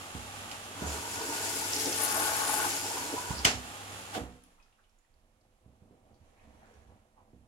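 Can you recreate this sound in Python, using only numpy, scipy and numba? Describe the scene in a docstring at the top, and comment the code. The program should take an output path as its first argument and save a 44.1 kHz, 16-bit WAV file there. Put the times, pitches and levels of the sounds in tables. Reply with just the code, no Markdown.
"""Water rushes behind a washing machine's front panel, over a faint valve hum, close by in a small tiled room.
The detergent drawer scrapes open: jets spatter on plastic and churn the pool until it shuts with a clack.
The inlet valve closes, the stopped water knocks the pipe, and the last drops plink and drain away.
Then the drum tumbles wet laundry, which rumbles, thumps the panels and spills water into the tub."""
import sys
import numpy as np
from scipy import signal
from scipy.fft import rfft, irfft, next_fast_len
from scipy.io import wavfile
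from scipy.ndimage import uniform_filter1d
from numba import njit

SR = 44100
rng = np.random.default_rng(int(sys.argv[2]) if len(sys.argv) > 2 else 0)


def digitize_waveform(pressure):
    """Quantize a signal to 16-bit integers and store it at the path in sys.argv[1].

    Rows of a 2-D input are taken as channels; values are limited to [-1, 1].
    """
    field = np.atleast_2d(pressure).T
    bounded = np.clip(field, -1, 1)
    quanta = np.round(bounded * 32767).astype(np.int16)
    wavfile.write(sys.argv[1], SR, quanta)


N = 329427
T = np.arange(N) / SR
HZ = np.fft.rfftfreq(2 * N, 1 / SR) + .001
TOP_HZ = 15800
PAN_SHUT_DB, PAN_OPEN_DB, PAN_DRUM_DB = -2.5, 2.5, -3  # left minus right
PLUNGE_START_S, PLUNGE_END_S, PLUNGE_RAMP_S = 1.968, 2.715, 0.045


def open_drawer():
    """Water heard through the drawer gap; near full travel the jets plunge straight into the pool."""
    gap = opening()
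    plunge = ramp(PLUNGE_START_S, PLUNGE_RAMP_S) - ramp(PLUNGE_END_S - PLUNGE_RAMP_S, PLUNGE_RAMP_S)
    # treble needs a wide gap, bass does not
    water = spray() * gap ** 1.034 + sizzle(plunge) * gap ** 2.7
    water += splash(gap, plunge) * gap ** .35 + gurgle() * gap ** 0.23
    water += crater() * plunge
    return water * sides(undb(PAN_SHUT_DB + (PAN_OPEN_DB - PAN_SHUT_DB) * gap))


# Drawer path. Each row: time in seconds, share of full travel.
DRAWER_TRAVEL = [(.75, 0), (.88, 0.34), (1.15, 0.43), (1.48, 0.76), (2.03, 0.97), (2.64, 0.93),
                 (2.86, 0.64), (3.25, 0.32), (3.45, 0.18)]

def opening():
    """How far the hand has drawn the drawer out, 0 to 1."""
    times_s, travel = np.transpose(DRAWER_TRAVEL)
    return np.interp(T, times_s, travel) * (T > times_s[0]) * (T < times_s[-1])


# Spray spectrum. Each row: frequency in Hz, gain in dB.
SPRAY_SPECTRUM = [(1060, -33), (1800, -3.5), (2470, -2.5), (2680, -1.5), (4120, -4), (5210, -1),
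                  (6180, -1.5), (6950, 3), (8320, -2), (10600, -6), (15500, -20)]
# Spray and sizzle balance. Each row: frequency in Hz, left minus right in dB.
SPRAY_PAN = [(4000, 2), (7200, 2.5), (8500, 2), (11000, 8.5), (15000, 12)]

def spray():
    """Jets spatter on the plastic tray."""
    spatter = drops(per_s=7000, spread_db=1.5)
    spatter += undb(-12.5) * bubbles(4000, 10000, cycles=47, count=5000)
    spatter = room(spatter, wet_db=-2.5, t60_s=0.12)
    hiss = unit(filtered(spatter, shape(SPRAY_SPECTRUM) * sides(shape(SPRAY_PAN))))
    return hiss * undb(-33.5 + walk(per_s=25))


# Finest bubbles. Each row: centre in Hz, width in Hz, gain in dB.
SIZZLE_BAND = [(10070, 2400, 0)]

def sizzle(plunge, foam_lag_s=.012):
    """Fine bubbles burst in the pool; foam builds and collapses more slowly than the plunge."""
    fizz = bubbles(8000, 14000, cycles=38, count=9000)
    fizz = unit(filtered(fizz, resonances(SIZZLE_BAND) * sides(shape(SPRAY_PAN))))
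    foam = uniform_filter1d(plunge, int(2 * foam_lag_s * SR))
    return fizz * undb(-47.5 + 9.5 * foam + 3.1 * walk(per_s=30))


# Water-loaded tray. Each row: centre in Hz, width in Hz, gain in dB.
TRAY_MODES = [(663, 6.7, -2.5), (960, 64.3, -10.5), (1090, 83, -12.5), (1250, 84, -13), (1449, 64, 0)]

def splash(gap, plunge):
    """The churning pool rings the tray and its air, whose pitch rises as the tray slides in."""
    churn = drops(per_s=7000, spread_db=2)
    churn = ports(churn + undb(-14.5) * bubbles(496, 2000, cycles=28, count=2500))
    air_hz = 849 + 169.7 * (1 - gap)
    air = np.array([moving_band(side, air_hz, width_hz=48.4) for side in churn])
    ring = unit(undb(2.5) * air + filtered(churn, resonances(TRAY_MODES)))
    return ring * undb(-42 + 6.5 * plunge + 1.5 * walk(per_s=14))


# Low resonances of the pool. Each row: centre in Hz, width in Hz, gain in dB.
POOL_MODES = [(291, 33, 0.5), (356, 17, 3.5), (439, 39, 6.5), (570, 20, -4.5)]
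# Gulps as the drawer jerks. Each row: time in seconds, boost in dB.
POOL_GULPS = [(1.874, 10.5), (3.14, 11)]

def gurgle():
    """The pool rings hollowly and swells briefly at each gulp."""
    hollow = resonances(POOL_MODES) * shape([(190, -19.5), (280, 6.5), (600, -3.5), (1500, -15)])
    gulps_db = sum(db * swell(s, width_s=0.014) for s, db in POOL_GULPS)
    ring = unit(filtered(ports(drops(per_s=2500, spread_db=2)), hollow))
    return ring * undb(-45.5 + gulps_db + 2.5 * walk(per_s=12))


# Air dragged under by the jets. Each row: centre in Hz, width in Hz, gain in dB.
CRATER_AIR_MODES = [(863.5, 22, 9), (1100, 57, 3.5), (1234, 110, -5), (1485, 70, -3)]

def crater():
    """The jets dig a hollow in the pool; its air rings, wobbling in pitch and louder as it deepens."""
    churn = ports(drops(per_s=3000, spread_db=2))
    ring = 0
    for hz, width_hz, db in CRATER_AIR_MODES:
        pitch_hz = hz * (1 + 0.011 * walk(per_s=22))
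        ring += undb(db) * np.array([moving_band(side, pitch_hz, float(width_hz)) for side in churn])
    return unit(ring) * undb(-35 - 1.5 * (2 - ramp(PLUNGE_START_S, 0.42)))


# Rush through the dispenser housing. Each row: frequency in Hz, gain in dB.
HOUSING_SPECTRUM = [(35, -40), (60, -9.5), (96, -3.5), (129, -9.5), (248, -6.5), (327, -8.5), (829, -6),
                    (999, -12.5), (1150, -7.5), (2250, -11), (2650, -12), (5450, -16), (7200, -16),
                    (10400, -17), (15500, -32)]
# Housing resonances. Each row: centre in Hz, width in Hz, gain in dB.
HOUSING_PEAKS = [(835, 87, -0.5), (1178, 464, -5.5), (2710, 210, -3.5), (3212, 540, -5.5),
                 (7000, 460, -4.5)]
# Housing balance. Each row: frequency in Hz, left minus right in dB.
HOUSING_PAN = [(100, -7), (700, 0.5), (3000, -3), (8000, -0.5), (12000, 0)]
VALVE_S, SQUEEZE_S, SHUT_S, EMPTYING_DB_PER_S = 4.15, 0.015, 0.13, 42.5

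def inlet():
    """Jets drum inside the dispenser; the valve coil hums at twice the mains rate until it lets go."""
    # the valve closes: a short hiss, a quick drop, then the hose runs empty
    squeeze, shut = ramp(VALVE_S - SQUEEZE_S, SQUEEZE_S), ramp(VALVE_S, SHUT_S)
    closing_db = 5 * (squeeze - shut) - 15.5 * shut - EMPTYING_DB_PER_S * since(VALVE_S + SHUT_S)
    flow_db = -44 + 2.5 * np.sqrt(opening()) + closing_db
    colour = shape(HOUSING_SPECTRUM) * (1 + resonances(HOUSING_PEAKS)) * sides(shape(HOUSING_PAN))
    rush = unit(filtered(ports(drops(per_s=16000, spread_db=0.5)), colour))
    hum = sine(100) * undb(-55 + 1.3 * walk(per_s=5)) * (1 - squeeze)
    return rush * undb(flow_db + 0.5 * walk(per_s=16)) + hum * undb([[-1.8], [1.8]])


# Handle, latch and valve. Each row: start in seconds, level in dB, relative panel ping in dB.
PLASTIC_CLICKS = [(0.514, -28, -1), (3.4463, -13.5, -2.5), (3.4498, -5.5, 1), (3.4508, -10.5, -2),
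                  (3.4541, -14, -0.5), (4.149, -32, 0), (4.437, -53, -14)]
# Crack of hard plastic. Each row: frequency in Hz, gain in dB.
CLICK_SPECTRUM = [(300, -8), (1300, -3), (2100, -1), (3000, 1), (3800, -5.5), (5000, -2.5), (7300, -7),
                  (11000, -12), (15500, -24)]

def clicks():
    """Plastic snaps against plastic: a crack, a short ping of the front panel, and the room's echo."""
    out = np.zeros((2, N))
    grit = unit(filtered(ports(noise()), shape(CLICK_SPECTRUM)))
    walls = shape([(1000, -0.5), (3000, -2), (7000, -1), (13000, -10)])
    echo = unit(filtered(ports(noise()), shape(CLICK_SPECTRUM) * walls))
    ping = sine(3050, SR) * fade(0.0099)
    give = 1 - fade(.005)  # plastic yields a little before it snaps
    for k, (s, db, ping_db) in enumerate(PLASTIC_CLICKS):
        crack = undb(-4) * stretch(grit, k) * fade(0.018)
        tail = undb(-16) * stretch(echo, k) * fade(0.29)
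        add(out, s, undb(db) * (crack + undb(ping_db) * ping + tail) * give)
    return out * undb([[-.3], [.3]])


# Cabinet panels. Each row: pitch in Hz, gain in dB, t60 in seconds.
PANEL_MODES = [(66, 3.5, 0.36), (96.2, -6.5, 0.43), (130, -9.5, 0.43), (155, -11.5, .25),
               (187.8, -6.5, 0.33), (248.7, -5.5, 0.66), (302, -4.5, 0.14), (330, -13, 0.25),
               (410, -11.5, 0.35), (483, -2.5, 0.38), (635, -5, 0.29), (729, -3, 0.47)]
# Blows by hand, drawer, pipe and falling laundry.
# Each row: start in seconds, level in dB, hardness in Hz, relative panel ring in dB.
CABINET_BLOWS = [(0.149, -30.5, 322.2, 3), (0.820, -20.5, 600, -10.5), (1.168, -32, 163.1, -4),
                 (1.866, -29, 850, -2), (3.305, -25, 255.8, 1.5), (3.451, -23, 477, 2),
                 (3.472, -23, 810, -2.5), (3.54, -28.5, 159.4, 2), (4.150, -31, 1820, -0.5),
                 (4.164, -28.5, 892, -2), (4.177, -28.5, 697, -5), (4.215, -31, 214.8, 3.5),
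                 (5.085, -58.5, 110, 4), (5.658, -46, 256, 3.5), (5.82, -49.5, 377, 3),
                 (5.908, -45.5, 520, -5), (6.115, -52, 150, 1), (6.21, -49.5, 179, 1),
                 (6.475, -50, 219.2, 5), (6.75, -46, 109, 5.5), (6.86, -46.5, 98.4, 7),
                 (7.331, -41.5, 300, 2.5)]

def blows():
    """Each blow shoves and rings the panels and shakes loose parts; soft ones boom, hard ones knock."""
    out = np.zeros((2, N))
    rattle = ports(noise())
    for k, (s, db, hard_hz, ring_db) in enumerate(CABINET_BLOWS):
        panels = 0
        for hz, mode_db, t60_s in PANEL_MODES:
            detuned_hz = hz * (1 + .01 * rng.standard_normal())
            panels += undb(mode_db) * fade(t60_s) * sine(detuned_hz, SR) * rng.choice([-1, 1])
        shake = stretch(rattle, k) * (fade(0.013) + undb(-1.5) * fade(.45))
        push = np.sin(np.pi * np.minimum(T[:SR] * hard_hz, 1))
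        blow = push + undb(ring_db - 11.5) * panels + undb(3.5) * shake
        add(out, s, undb(db) * bandpass(blow, hard_hz / 5, hard_hz))
    low_cut = shape([(25, -28.5), (50, -17), (65, -2.5)])
    return filtered(out, low_cut * sides(shape([(100, -7.5), (400, -3.5)])))


# Scrapes. Each row: start, peak and end in seconds, squeak in dB, its pitch in Hz, shudder in dB.
DRAWER_SCRAPES = [(0.806, 0.878, 1.04, -45, 6840, -38.5), (3.28, 3.394, 3.48, -43, 4860, -42)]
# Grinding runners. Each row: centre in Hz, width in Hz, gain in dB.
GRIND_MODES = [(190.8, 110, 0), (290, 80, -1)]

def scrapes():
    """The drawer sticks and slips: the panel shudders, the runners grind and squeak where it binds."""
    slips = drops(per_s=2800, spread_db=2)
    shudder_hz = 70 * (1 + 0.11 * walk(per_s=40))
    shudder = np.sqrt(2) * np.sin(2 * np.pi * np.cumsum(shudder_hz) / SR)
    grind = undb(-10.5) * unit(filtered(ports(slips), resonances(GRIND_MODES) ** 2))
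    out = np.zeros((2, N))
    for start_s, peak_s, end_s, squeak_db, hz, shudder_db in DRAWER_SCRAPES:
        force = np.interp(T, [start_s, peak_s, end_s], [0, 1, 0])
        squeak = unit(filtered(slips, resonances([(hz, 1300, 0)]) ** 2))
        out += undb(squeak_db) * squeak * force ** 2
        out += undb(shudder_db) * (shudder + grind) * force * sides(undb(PAN_SHUT_DB))
    return out


# Knocking pipe. Each row: centre in Hz, width in Hz, gain in dB.
KNOCK_MODES = [(267, 14, 0), (342.7, 40, -6), (481, 14, 2), (645, 22.7, -0.5), (738, 16, 5.5),
               (788.6, 41, -1), (3050, 650, -9)]
# Swinging hose. Each row: centre in Hz, width in Hz, gain in dB.
HOSE_MODES = [(186.4, 17, 0), (250, 16, 0), (290, 12, 0), (480.5, 11, 0)]

def water_hammer():
    """The stopped water column makes the hose judder against the cabinet, then swing itself out."""
    judder = ports(noise()) * np.interp(T, [4.132, 4.148, 4.176, 4.188], [0, 1, 1, 0])
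    colour = resonances(KNOCK_MODES) * shape([(150, -14), (280, 1), (850, -4.5), (1500, -8)])
    knock = filtered(judder, colour)
    swing = unit(filtered(ports(noise()), resonances(HOSE_MODES) ** 2))
    swing *= ramp(4.176, 0.015) * decay(4.188, t60_s=0.68)
    return (undb(-28) * knock / np.abs(knock).max() + undb(-43.5) * swing) * undb([[-1], [1]])


# Single drops in tray, hose and tub.
# Each row: start in seconds, level in dB, pitch in Hz, ring in seconds, relative bubble level in dB.
LOUD_DRIPS = [(1.734, -22, 5150, 0.009, -1), (1.763, -26, 5540, 0.011, 0.5),
              (1.799, -20.5, 5600, .007, -6.5), (1.859, -13.5, 4900, .005, -14),
              (1.928, -17, 5700, .004, -10), (2.97, -34, 994, 0.081, 1), (3.18, -31.5, 974, 0.077, 1),
              (4.437, -57, 10340, .012, 2), (4.6, -61.5, 2510, 0.07, 0), (4.626, -61, 4930, .05, -8),
              (4.662, -62, 1330, 0.029, -3), (4.726, -62, 2800, 0.033, -8), (4.838, -65, 2900, .07, -7),
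              (4.987, -69, 6940, 0.031, 0), (5.41, -72, 4520, 0.072, -9), (6.142, -69, 4600, 0.11, -10),
              (6.395, -65, 2520, 0.054, -3), (6.74, -64, 5550, .03, -8)]

def drips():
    """Each drop splashes as it lands and traps a small bubble."""
    out = np.zeros((2, N))
    for s, db, hz, ring_s, bubble_db in LOUD_DRIPS + dribble(count=28):
        plink = bubble(hz, cycles=hz * ring_s, glide=0.04)
        splat = bandpass(rng.standard_normal((2, len(plink))), hz * 0.78, min(hz * 1.28, TOP_HZ))
        splat *= fade(ring_s, len(plink))
        add(out, s, undb(db) * (undb(bubble_db) * plink + undb(4.5) * splat))
    return room(out, wet_db=-1, t60_s=0.39)


def dribble(count, start_s=3.7, length_s=1.6, low_hz=1300, high_hz=6700, ring_s=0.015, bubble_db=-4):
    """Drip rows for the hose, which dribbles ever more seldom and more faintly."""
    jitter, size, pitch = rng.random((count, 3)).T
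    age = ((np.arange(count) + jitter) / count) ** 3.3
    db = -65 - 2.5 * age + 4 * (2 * size - 1)
    hz = low_hz * (high_hz / low_hz) ** pitch
    return [(*drop, ring_s, bubble_db) for drop in zip(start_s + length_s * age, db, hz)]


# Water shed by lifted laundry. Each row: peak time in seconds, level in dB.
LAUNDRY_SURGES = [(6.39, -71.5), (6.66, -75)]
DRUM_START_S, SPIN_UP_S, DRUM_STOP_S, COAST_S = 5.06, 1, 7.09, 0.16

def drum():
    """The drum speeds up, turns and coasts to a stop; the laundry it lifts sheds water in surges."""
    coast = ramp(DRUM_STOP_S - COAST_S, COAST_S)
    speed = ramp(DRUM_START_S, SPIN_UP_S) - coast
    shed = sum(undb(db) * swell(s, width_s=np.where(T < s, 0.18, 0.47)) for s, db in LAUNDRY_SURGES)
    tub = rumble(speed, coast) + trickle(shed, coast) + slop(shed)
    return tub * ramp(4.3, 0.22) * sides(undb(PAN_DRUM_DB))


# Rolling laundry. Each row: frequency in Hz, gain in dB.
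RUMBLE_SPECTRUM = [(35, -41), (60, 4), (100, 4.5), (157, -8), (215, -2), (250, -8.5), (287, -8), (422, -11),
                   (629, -8), (794, -12.5), (1130, -15.5), (1600, -28), (2080, -61), (3520, -120)]
# Tub wall and the air inside. Each row: centre in Hz, width in Hz, gain in dB.
TUB_PEAKS = [(223.6, 10.4, 5.5), (289, 15, 3.5), (370, 13, 0), (503, 30, 5), (642, 15, 5), (773, 23, 7)]

def rumble(speed, coast, rest_db=-80.5, roll_db=-66, sag_db=-71):
    """Water rocks in the still tub; wet laundry rolls with the drum and sags as it stops."""
    colour = shape(RUMBLE_SPECTRUM) * (1 + resonances(TUB_PEAKS))
    thuds = unit(filtered(ports(drops(per_s=2000, spread_db=-0.5)), colour))
    gain = undb(rest_db) + undb(roll_db) * speed + undb(sag_db) * coast
    return thuds * gain * undb(2 * walk(per_s=18))


# Water running into the tub. Each row: frequency in Hz, gain in dB.
TRICKLE_SPECTRUM = [(500, 0), (900, 2), (1500, -8.5), (2100, -7), (3000, -10), (4800, -16), (7100, -16.5),
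                    (8400, -19), (11000, -17), (13000, -32)]
DRAIN_S, DRAIN_DB_PER_S, TOPPLE_S = 4.28, 31.5, 5.68

def trickle(shed, coast):
    """The last water drains and thins to a steady trickle; more runs out of the toppled laundry."""
    draining = undb(-85.5) + undb(-68 - DRAIN_DB_PER_S * since(DRAIN_S))
    wrung = (undb(-85) * ramp(TOPPLE_S, .05) + shed) * (1 - coast)
    water = drops(per_s=2000, spread_db=2.5) + undb(-23) * bubbles(1270, 7000, cycles=9.1, count=1500)
    water = unit(filtered(room(water, wet_db=7, t60_s=0.32), shape(TRICKLE_SPECTRUM)))
    return water * (draining + wrung) * undb(walk(per_s=20))


# Water slopping in the tub. Each row: centre in Hz, width in Hz, gain in dB.
SLOP_MODES = [(490, 120, 1), (715, 330, 6)]

def slop(shed, lag_s=0.046):
    """Shed water slops below, just after each surge."""
    water = unit(filtered(ports(drops(per_s=600, spread_db=2)), resonances(SLOP_MODES) ** 2))
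    return water * undb(-2.5) * np.interp(T - lag_s, T, shed)


# Spills. Each row: start in seconds, level in dB, pitch in Hz, rise in seconds, t60 in seconds.
TUB_SPILLS = [(4.575, -67.5, 1150, .012, .3), (4.78, -67, 1500, .012, 0.2), (6.05, -66.5, 720, 0.017, .4),
              (6.28, -73, 2180, 0.13, 2.2), (6.59, -66, 1650, .035, 1.1), (6.615, -61.5, 750, .012, .3),
              (6.655, -63, 516, 0.038, .4), (6.82, -69, 910, .1, 0.83), (7.16, -60.5, 950, .022, .3)]

def sloshes():
    """Water spills into the tub: a burst of drops rings a broad band, swells and dies away."""
    out = np.zeros((2, N))
    burst = ports(drops(per_s=3000, spread_db=0))
    for k, (s, db, hz, rise_s, t60_s) in enumerate(TUB_SPILLS):
        spill = unit(bandpass(np.roll(burst, k * SR, axis=1), hz * 0.76, hz * 1.12))
        out += undb(db) * spill * ramp(s, rise_s) * decay(s + rise_s, t60_s)
    return out * sides(undb(PAN_DRUM_DB))


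# Room background. Each row: frequency in Hz, gain in dB.
AIR_SPECTRUM = [(12, -30.5), (20, 12), (107, -14.5), (161, -29), (696, -17.5), (2170, -23.5), (2630, -23.5),
                (4900, -30), (6970, -30.5), (11400, -28.5), (13000, -42)]

def room_air():
    """The still air of the room: faint, steady, mostly low noise."""
    air = unit(filtered(ports(noise()), shape(AIR_SPECTRUM)))
    return air * undb(-70 + 0.5) * undb([[-2.5], [2.5]])


def room(x, wet_db, t60_s):
    """Direct sound plus the dense echo of close tiled walls."""
    onset = np.clip(T[:SR] / 0.0016 - .5, 0, 1)
    tail = ports(noise())[:, :SR] * fade(t60_s) * onset
    tail /= np.sqrt(np.sum(tail[0] ** 2))
    return x + undb(wet_db) * signal.fftconvolve(x, tail, axes=1)[:, :N]


def drops(per_s, spread_db):
    """Random impacts of uneven size, scattered differently to each port."""
    size = undb(spread_db * np.minimum(rng.exponential(size=N), 5))
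    return unit((rng.random(N) < per_s / SR) * size * noise())


def bubble(hz, cycles, glide):
    """A ringing air pocket whose pitch rises as it nears the surface."""
    age = np.arange(int(cycles * SR / hz)) * hz / (cycles * SR)
    return np.sin(2 * np.pi * cycles * age * (1 + glide * age / 2)) * np.exp(-np.log(300) * age)


def bubbles(low_hz, high_hz, cycles, count):
    """A swarm of bubbles of mixed sizes, a few much louder than the rest."""
    out = np.zeros((2, N))
    for when, pitch, size, side in rng.random((count, 4)):
        gain = np.sqrt(np.array([[side], [1 - side]]) / (size + 0.026))
        hz = low_hz * (high_hz / low_hz) ** pitch
        add(out, when * N / SR, gain * bubble(hz, cycles, glide=0.18))
    return unit(out)


def ports(pair, alike_hz=900, lag_ms=0.24):
    """Two microphone ports hear long waves alike, the right one a little later."""
    alike = .97 / np.sqrt(1 + (HZ / alike_hz) ** 4)
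    shared = filtered(pair[0], alike * np.exp(-2j * np.pi * HZ * lag_ms / 1000))
    return np.array([pair[0], shared + filtered(pair[1], np.sqrt(1 - alike ** 2))])


def undb(db):
    """Decibels to gain."""
    return 10 ** (np.asarray(db) / 20)


def unit(x):
    """Scale to rms 1."""
    return x / np.sqrt(np.mean(x ** 2))


def sides(ratio):
    """Left and right gains for a left-to-right ratio."""
    return np.vstack([ratio ** .5, ratio ** -.5])


def shape(points):
    """Gain over frequency from (Hz, dB) points."""
    hz, db = np.transpose(points)
    return undb(np.interp(np.log(HZ), np.log(hz), db))


def resonances(modes):
    """Response of parallel (Hz, width Hz, dB) resonances."""
    return sum(undb(db) / (1 + 1j * (HZ ** 2 - hz ** 2) / (HZ * width)) for hz, width, db in modes)


def filtered(x, response):
    """Pass a sound through a frequency response."""
    size = next_fast_len(N + SR // 2, True)
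    bins = np.round(np.arange(size // 2 + 1) * 2 * N / size).astype(int)
    return irfft(rfft(x, size) * response[..., bins], size)[..., :N]


def bandpass(x, low_hz, high_hz):
    """Band-pass with gentle slopes."""
    return signal.sosfilt(signal.butter(2, [low_hz, high_hz], "bandpass", fs=SR, output="sos"), x)


@njit
def moving_band(x, hz, width_hz):
    """State-variable band-pass with a moving centre."""
    y, band_state, low_state = np.empty(len(x)), 0., 0.
    for i in range(len(x)):
        g, damping = np.tan(np.pi * hz[i] / SR), width_hz / hz[i]
        band = (band_state + g * (x[i] - low_state)) / (1 + g * (g + damping))
        band_state, low_state = 2 * band - band_state, low_state + 2 * g * band
        y[i] = damping * band
    return y


def sine(hz, samples=N):
    """A steady tone."""
    return np.sin(2 * np.pi * hz * T[:samples])


def noise():
    """Two unrelated white noises."""
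    return rng.standard_normal((2, N))


def stretch(pair, k):
    """One second of a stereo noise, from another place for each k."""
    return np.roll(pair, k * SR // 4, axis=1)[:, :SR]


def walk(per_s):
    """Smooth random drift, rms 1."""
    hold = SR // per_s
    steps = np.repeat(rng.standard_normal(N // hold + 1), hold)
    return unit(uniform_filter1d(uniform_filter1d(steps, hold), hold)[:N])


def since(s):
    """Seconds elapsed after time s."""
    return np.maximum(T - s, 0)


def ramp(start_s, length_s):
    """Rise from 0 to 1."""
    return np.clip((T - start_s) / length_s, 0, 1)


def swell(s, width_s):
    """A smooth rise and fall around time s."""
    return np.exp(-((T - s) / width_s) ** 2)


def fade(t60_s, samples=SR):
    """Exponential decay of a short sound."""
    return np.exp(-np.log(1000) * T[:samples] / t60_s)


def decay(s, t60_s):
    """Hold at 1 until time s, then die away."""
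    return np.exp(-np.log(1000) * since(s) / t60_s)


def add(track, s, sound):
    """Mix a sound into a track at time s."""
    i = int(np.clip(s * SR, 0, N - 1))
    track[..., i:i + sound.shape[-1]] += sound[..., :N - i]


def scene():
    """The machine over the still air of the room."""
    filling = inlet() + open_drawer()
    mechanics = blows() + clicks() + scrapes() + water_hammer()
    return filling + mechanics + drips() + sloshes() + drum() + room_air()


# Microphone port balance. Each row: frequency in Hz, left minus right in dB.
PORT_PAN = [(4500, 0), (7200, -6.5), (8500, 0.5), (10800, 7.5), (14000, 0.5)]

def record(dry):
    """The two microphone ports resonate at different pitches; a steep low-pass cuts the top."""
    heard = filtered(dry, sides(shape(PORT_PAN)))
    return signal.sosfilt(signal.ellip(10, .2, 80, TOP_HZ, fs=SR, output="sos"), heard)


dry = scene()
out = record(dry)
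digitize_waveform(out)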